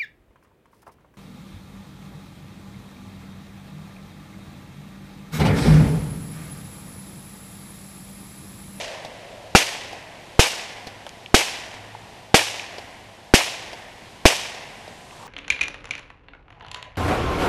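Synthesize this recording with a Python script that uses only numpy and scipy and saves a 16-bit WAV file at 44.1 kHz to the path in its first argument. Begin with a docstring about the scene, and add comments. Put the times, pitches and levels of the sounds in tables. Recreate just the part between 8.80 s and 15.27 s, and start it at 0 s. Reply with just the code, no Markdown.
"""A firework cake fires six shots beside a pond at night, close enough to overload the microphone.
Each blast (shock front, suction, gas crack, tube ring) scatters off the ground, a house and the trees,
then rolls away; an earlier shot is still dying at the start. Dull far pops and dry crackles fall between
the shots, and a fuse fizzes near the end. Under it all: faint night air, far tyres and an engine hum."""
import sys
import numpy as np
from scipy import signal
from scipy.fft import rfft, irfft, next_fast_len
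from scipy.io import wavfile
from scipy.ndimage import map_coordinates

SR = 44100
rng = np.random.default_rng(int(sys.argv[2]) if len(sys.argv) > 2 else 0)


def store_wav(level_fs):
    """Save 16-bit WAV to argv[1]."""
    pcm = np.round(np.clip(np.atleast_2d(level_fs), -1, 1) * 32767)
    wavfile.write(sys.argv[1], SR, pcm.T.astype(np.int16))


N = 285327

# Escaping-gas spectrum: f/Hz, level/dB
GAS_SPECTRUM = [(60, -11), (150, 0.5), (300, 5.5), (480, 8.5), (600, -10), (800, -5.5), (1200, -3),
                (2800, -3), (5000, -19), (12000, -39)]
TUBE_HZ, TUBE_T60_S = 788, 0.026


def blast(front_db, push_ms, suction_db, suction_ms, crack_db, ring_db):
    """Shock front, suction as the gas ball falls back, crack of escaping gas, ring of the empty tube."""
    t = np.arange(SR // 10) / SR
    ms = t * 1000
    front = amp(front_db) * (1 - ms / push_ms) * np.exp(-ms / push_ms) * rise(ms, 0.07)
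    suction = -amp(suction_db) * np.exp(-((ms - suction_ms) / 0.6) ** 2)
    gas = noise(GAS_SPECTRUM, len(t)) * fade(t, 0.029) * rise(t, 0.0014)
    crack = amp(crack_db - 7) * gas / np.std(gas[:SR // 100])  # level set over the first 10 ms
    ring = amp(ring_db) * np.sin(2 * np.pi * TUBE_HZ * t) * fade(t, TUBE_T60_S) * rise(t, 0.00026)
    return front + suction + crack + ring


# Launches: t/s, front/dB, push length/ms, suction/dB, suction delay/ms, relative crack/dB, tube ring/dB
LAUNCHES = [(0.7499, 11, 0.99, -0.5, 3.1, 3.5, 4.5), (1.5927, 18, 0.52, 8, 3.6, -1, -28),
            (2.5426, 15.5, 0.39, 1.5, 3.84, 2, -4), (3.5428, 12, 0.97, -13, 2.7, 0.5, 2.5),
            (4.5383, 24, 0.27, 16, 3.87, -3, -23), (5.4542, 24, 0.31, 22.5, 4.44, 2.5, -19)]
EARLIER_SHOT_S, REVERB_GAIN_DB = -0.19, 1.1


def shots():
    """Each launch with its own reverberation, after the tail of an earlier shot."""
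    out = np.zeros(N)
    add(out, EARLIER_SHOT_S, amp(REVERB_GAIN_DB) * reverberation())
    for start_s, *charge in LAUNCHES:
        add(out, start_s, blast(*charge))
        add(out, start_s, amp(REVERB_GAIN_DB) * reverberation())
    return out


# Spectra of near scatter, trees, far roll and walls: f/Hz, level/dB
NEAR_SPECTRUM = [(40, -34), (130, -45), (300, -3), (500, -1), (620, 1.5), (800, -4.5), (1250, -9.5),
                 (2000, 0.5), (2900, 2.5), (4200, -4), (5500, -1.5), (8000, -8.5), (12500, -16.5)]
TREE_SPECTRUM = [(40, -17), (200, -15), (400, -2), (750, 7), (1300, -8.5), (1900, -6), (2800, -1),
                 (4200, -5.5), (5500, -5), (8000, -9), (12500, -15.5)]
ROLL_SPECTRUM = [(60, -37), (250, -7.5), (450, -2.5), (730, 2.5), (1000, -1.5), (1300, -10), (1900, 0),
                 (2800, -6), (4500, -19.5), (8000, -22.5), (12500, -33)]
WALL_SPECTRUM = [(60, -34), (200, -17), (450, 0), (800, 5.5), (1300, -3.5), (2400, 5), (4000, -11.5),
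                 (6000, -15.5), (12500, -46)]
# Decay among the trees, the top treble shortened by the air: f/Hz, t60/s
TREE_T60 = [(100, 0.43), (700, 0.29), (2500, 1), (5500, 0.92), (8000, 0.69), (12000, 0.55)]
# Echoes off walls and tree lines: delay/s, relative level/dB, t60/s, rise/s
WALL_ECHOES = [(.03, -19.5, 0.041, 0.0012), (.047, -16.5, 0.068, 0.0022), (.0645, -18.5, 0.083, 0.0033),
               (.124, -26, 0.056, .005), (.138, -25.5, .04, .001), (.197, -29.5, 0.069, 0.0019)]


def reverberation():
    """One shot scattered by near ground and house, trees and single walls, with a long far roll."""
    size = 2 * SR
    t = np.arange(size) / SR
    near = amp(-10.5) * noise(NEAR_SPECTRUM, size) * fade(t, 0.22) * rise(t, 0.0022)
    hz, frame_s, bins = signal.stft(noise(TREE_SPECTRUM, size), SR, nperseg=256)
    bins = bins * fade(frame_s, along(TREE_T60, hz)[:, None])
    trees = amp(-20.5) * signal.istft(bins, SR, nperseg=256)[1][:size] * rise(t, 0.004)
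    roll = amp(-31) * noise(ROLL_SPECTRUM, size) * fade(t, 2.177) * rise(t, 0.16)
    grain_db = 0.6 * wobble(70, size) + 1.3 * wobble(900, size)  # separate trunks and roofs
    tail = (near + trees + roll) * amp(grain_db)
    echo_t = t[:SR // 5]
    for delay_s, level_db, t60_s, rise_s in WALL_ECHOES:
        envelope = amp(level_db + rng.normal(0, 0.97)) * fade(echo_t, t60_s) * rise(echo_t, rise_s)
        add(tail, delay_s, envelope * noise(WALL_SPECTRUM, len(echo_t)))
    return tail


# Far pops, about half a second from the shots: t/s, level/dB
FAR_POPS = [(0.248, -28), (1.129, -31), (2.0695, -25), (2.939, -31.5), (3.982, -26.5), (4.93, -28.5),
            (6.077, -34)]
# Pop spectrum before the treble cut: f/Hz, level/dB
POP_SPECTRUM = [(60, -2), (300, 1.5), (750, 12.5), (1300, -12), (2200, -3), (3200, 1), (5000, 1),
                (7000, -13), (12500, -19)]


def pops():
    """Far pops arrive blurred, with a soft front and a short tail."""
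    out = np.zeros(N)
    t = np.arange(SR // 3) / SR
    envelope = rise(t, 0.00068) * (fade(t, 0.044) + amp(-14.5) * fade(t, 0.14))
    for start_s, level_db in FAR_POPS:
        burst = noise(POP_SPECTRUM, len(t))
        dulled = filtered(burst, lambda hz: amp(along([(1500, 0), (5000, -5)], hz)))
        add(out, start_s, amp(level_db) * dulled * envelope)
    return out


# Dry snaps: t/s, peak level/dB, f/Hz, half-width/octaves, click re body/dB
SNAPS = [(0.08, -24.5, 2720, 0.31, -21), (2.2654, -22.5, 730, 0.59, -2), (2.292, -25.5, 4140, 0.55, -7),
         (2.4605, -22.5, 2320, 0.2, -11), (3.1498, -26.5, 897, 0.08, -20), (3.795, -17, 2350, .17, -20),
         (6.309, -31, 2130, 0.21, -14), (6.4273, -28, 900, 0.56, -15)]
SNAP_T60_CYCLES, CLICK_HZ, CLICK_T60_S = 27, 2900, 0.011


def crackles():
    """Dry snaps: one band of noise under a bright click; low ones last longer."""
    out = np.zeros(N)
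    t = np.arange(SR // 6) / SR
    for start_s, peak_db, hz, octaves, click_db in SNAPS:
        body = band(hz, octaves, len(t)) * fade(t, SNAP_T60_CYCLES / hz)
        click = amp(click_db) * band(CLICK_HZ, 0.28, len(t)) * fade(t, CLICK_T60_S)
        snap = (body + click) * rise(t, 0.0003)
        add(out, start_s, amp(peak_db) * snap / np.abs(snap).max())
    return out


def fuse(hiss_start_s=5.9, sputter_start_s=6.24):
    """The fuse catches and burns towards the next tube: a thin hiss, then a lower, uneven sputter."""
    t = np.arange(N) / SR
    hiss = amp(-56.5 + 1.4 * wobble(120, N)) * band(6900, 0.33, N)
    hiss *= rise(np.maximum(t - hiss_start_s, 0), 0.25)
    sputter = amp(-44 + 3 * wobble(60, N)) * band(950, 0.25, N)
    sputter *= rise(np.maximum(t - sputter_start_s, 0), 0.094)
    return hiss + sputter


# Night air spectrum: f/Hz, level/dB
AIR_SPECTRUM = [(15, -24), (25, -8), (75, -5), (113, -3.5), (228, -5), (273, -8.5), (364, -8), (404, -8.5),
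                (524, -8.5), (697, -15), (978, -7.5), (1200, -16), (3070, -14.5), (5030, -20.5),
                (12500, -32.5), (16200, -65), (22000, -120)]
# Night air loudness: t/s, level/dB
AIR_LULL = [(0, -46), (3.4, -47), (4.4, -47.5), (5.3, -46.5), (6.47, -44.5)]


def air():
    """Night air: broad, slowly drifting noise that lulls in the middle."""
    level_db = np.interp(np.arange(N) / SR, *np.transpose(AIR_LULL))
    return amp(level_db + 0.6 * wobble(6.27, N)) * noise(AIR_SPECTRUM, N)


def tyres(centre_hz, width_hz):
    """The narrow, wavering roar of tyres on a far road."""
    roar = filtered(rng.standard_normal(N), lambda hz: 1 / (1 + np.abs((hz - centre_hz) / width_hz) ** 3))
    return amp(wobble(16, N)) * unit(roar)


def traffic(car_fade_db_per_s=10):
    """A steady far murmur, and one car drawing away at the start."""
    t = np.arange(N) / SR
    murmur = amp(-52) * tyres(centre_hz=719, width_hz=146)
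    car = amp(-39 - car_fade_db_per_s * t) * tyres(centre_hz=609, width_hz=113)
    return murmur + car


def engine(hum_hz=105.3, fade_db_per_s=1.2, swell_db=9.5, pass_s=3.2, swell_s=0.4):
    """A far engine's wavering hum fades slowly and swells once as it passes."""
    t = np.arange(N) / SR
    level_db = -56 - fade_db_per_s * t + swell_db / (1 + ((t - pass_s) / swell_s) ** 2)
    pitch_hz = hum_hz + 2.65 * wobble(3.5, N)
    note = np.sin(2 * np.pi * np.cumsum(pitch_hz) / SR)
    waver = amp(-0.5) * band(hum_hz, 0.046, N)
    return amp(level_db) * unit(note + waver)


def amp(db):
    """dB to gain."""
    return 10 ** (np.asarray(db) / 20)


def unit(x):
    """Scale to rms 1."""
    return x / np.sqrt(np.mean(x ** 2) + 1e-20)


def along(points, hz):
    """Interpolate (f/Hz, value) points on a log axis."""
    point_hz, values = np.transpose(points)
    return np.interp(np.log(hz + 1), np.log(point_hz), values)


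def wobble(knots_per_s, size):
    """Smooth random curve."""
    knots = rng.standard_normal(size // 16)
    return map_coordinates(knots, [np.arange(size) * knots_per_s / SR], mode="mirror")


def filtered(x, response):
    """Zero-phase filter with gain response(hz)."""
    padded = next_fast_len(len(x) + SR // 4)
    return irfft(rfft(x, padded) * response(np.fft.rfftfreq(padded, 1 / SR)), padded)[:len(x)]


def noise(spectrum, size):
    """Coloured noise, rms 1."""
    return unit(filtered(rng.standard_normal(size), lambda hz: amp(along(spectrum, hz))))


def band(centre_hz, octaves, size):
    """Noise in one bell-shaped band, rms 1."""
    white = rng.standard_normal(size)
    return unit(filtered(white, lambda hz: 1 / (1 + (np.log2((hz + 1) / centre_hz) / octaves) ** 4) ** .5))


def fade(t, t60_s):
    """Gain falling 60 dB in t60_s."""
    return np.exp(-np.log(1000) * t / t60_s)


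def rise(t, tau):
    """Gain building to 1; tau in the unit of t."""
    return 1 - np.exp(-t / tau)


def add(out, start_s, sound):
    """Mix in at start_s, which may be negative."""
    i = round(start_s * SR)
    part = sound[max(-i, 0):max(len(out) - i, 0)]
    out[max(i, 0):][:len(part)] += part


def scene():
    """All sources at one microphone."""
    return (shots() + pops() + crackles() + fuse() + air() + traffic() + engine())[None]


MIC_HZ, CLIP_LEVEL = 12700, 0.96


def record(dry):
    """The band-limited microphone stage clips on every blast and rounds the clipped edges."""
    narrowed = signal.sosfilt(signal.ellip(10, 0.3, 70, MIC_HZ, fs=SR, output="sos"), dry[0])
    clipped = narrowed / (1 + np.abs(narrowed / CLIP_LEVEL) ** 8) ** (1 / 8)
    rounded = filtered(clipped, lambda hz: amp(along([(MIC_HZ, 0), (13500, -9), (16000, -14)], hz)))
    return signal.sosfilt(signal.cheby2(12, 70, 16800, fs=SR, output="sos"), rounded)[None]


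dry = scene()
out = record(dry)
store_wav(out)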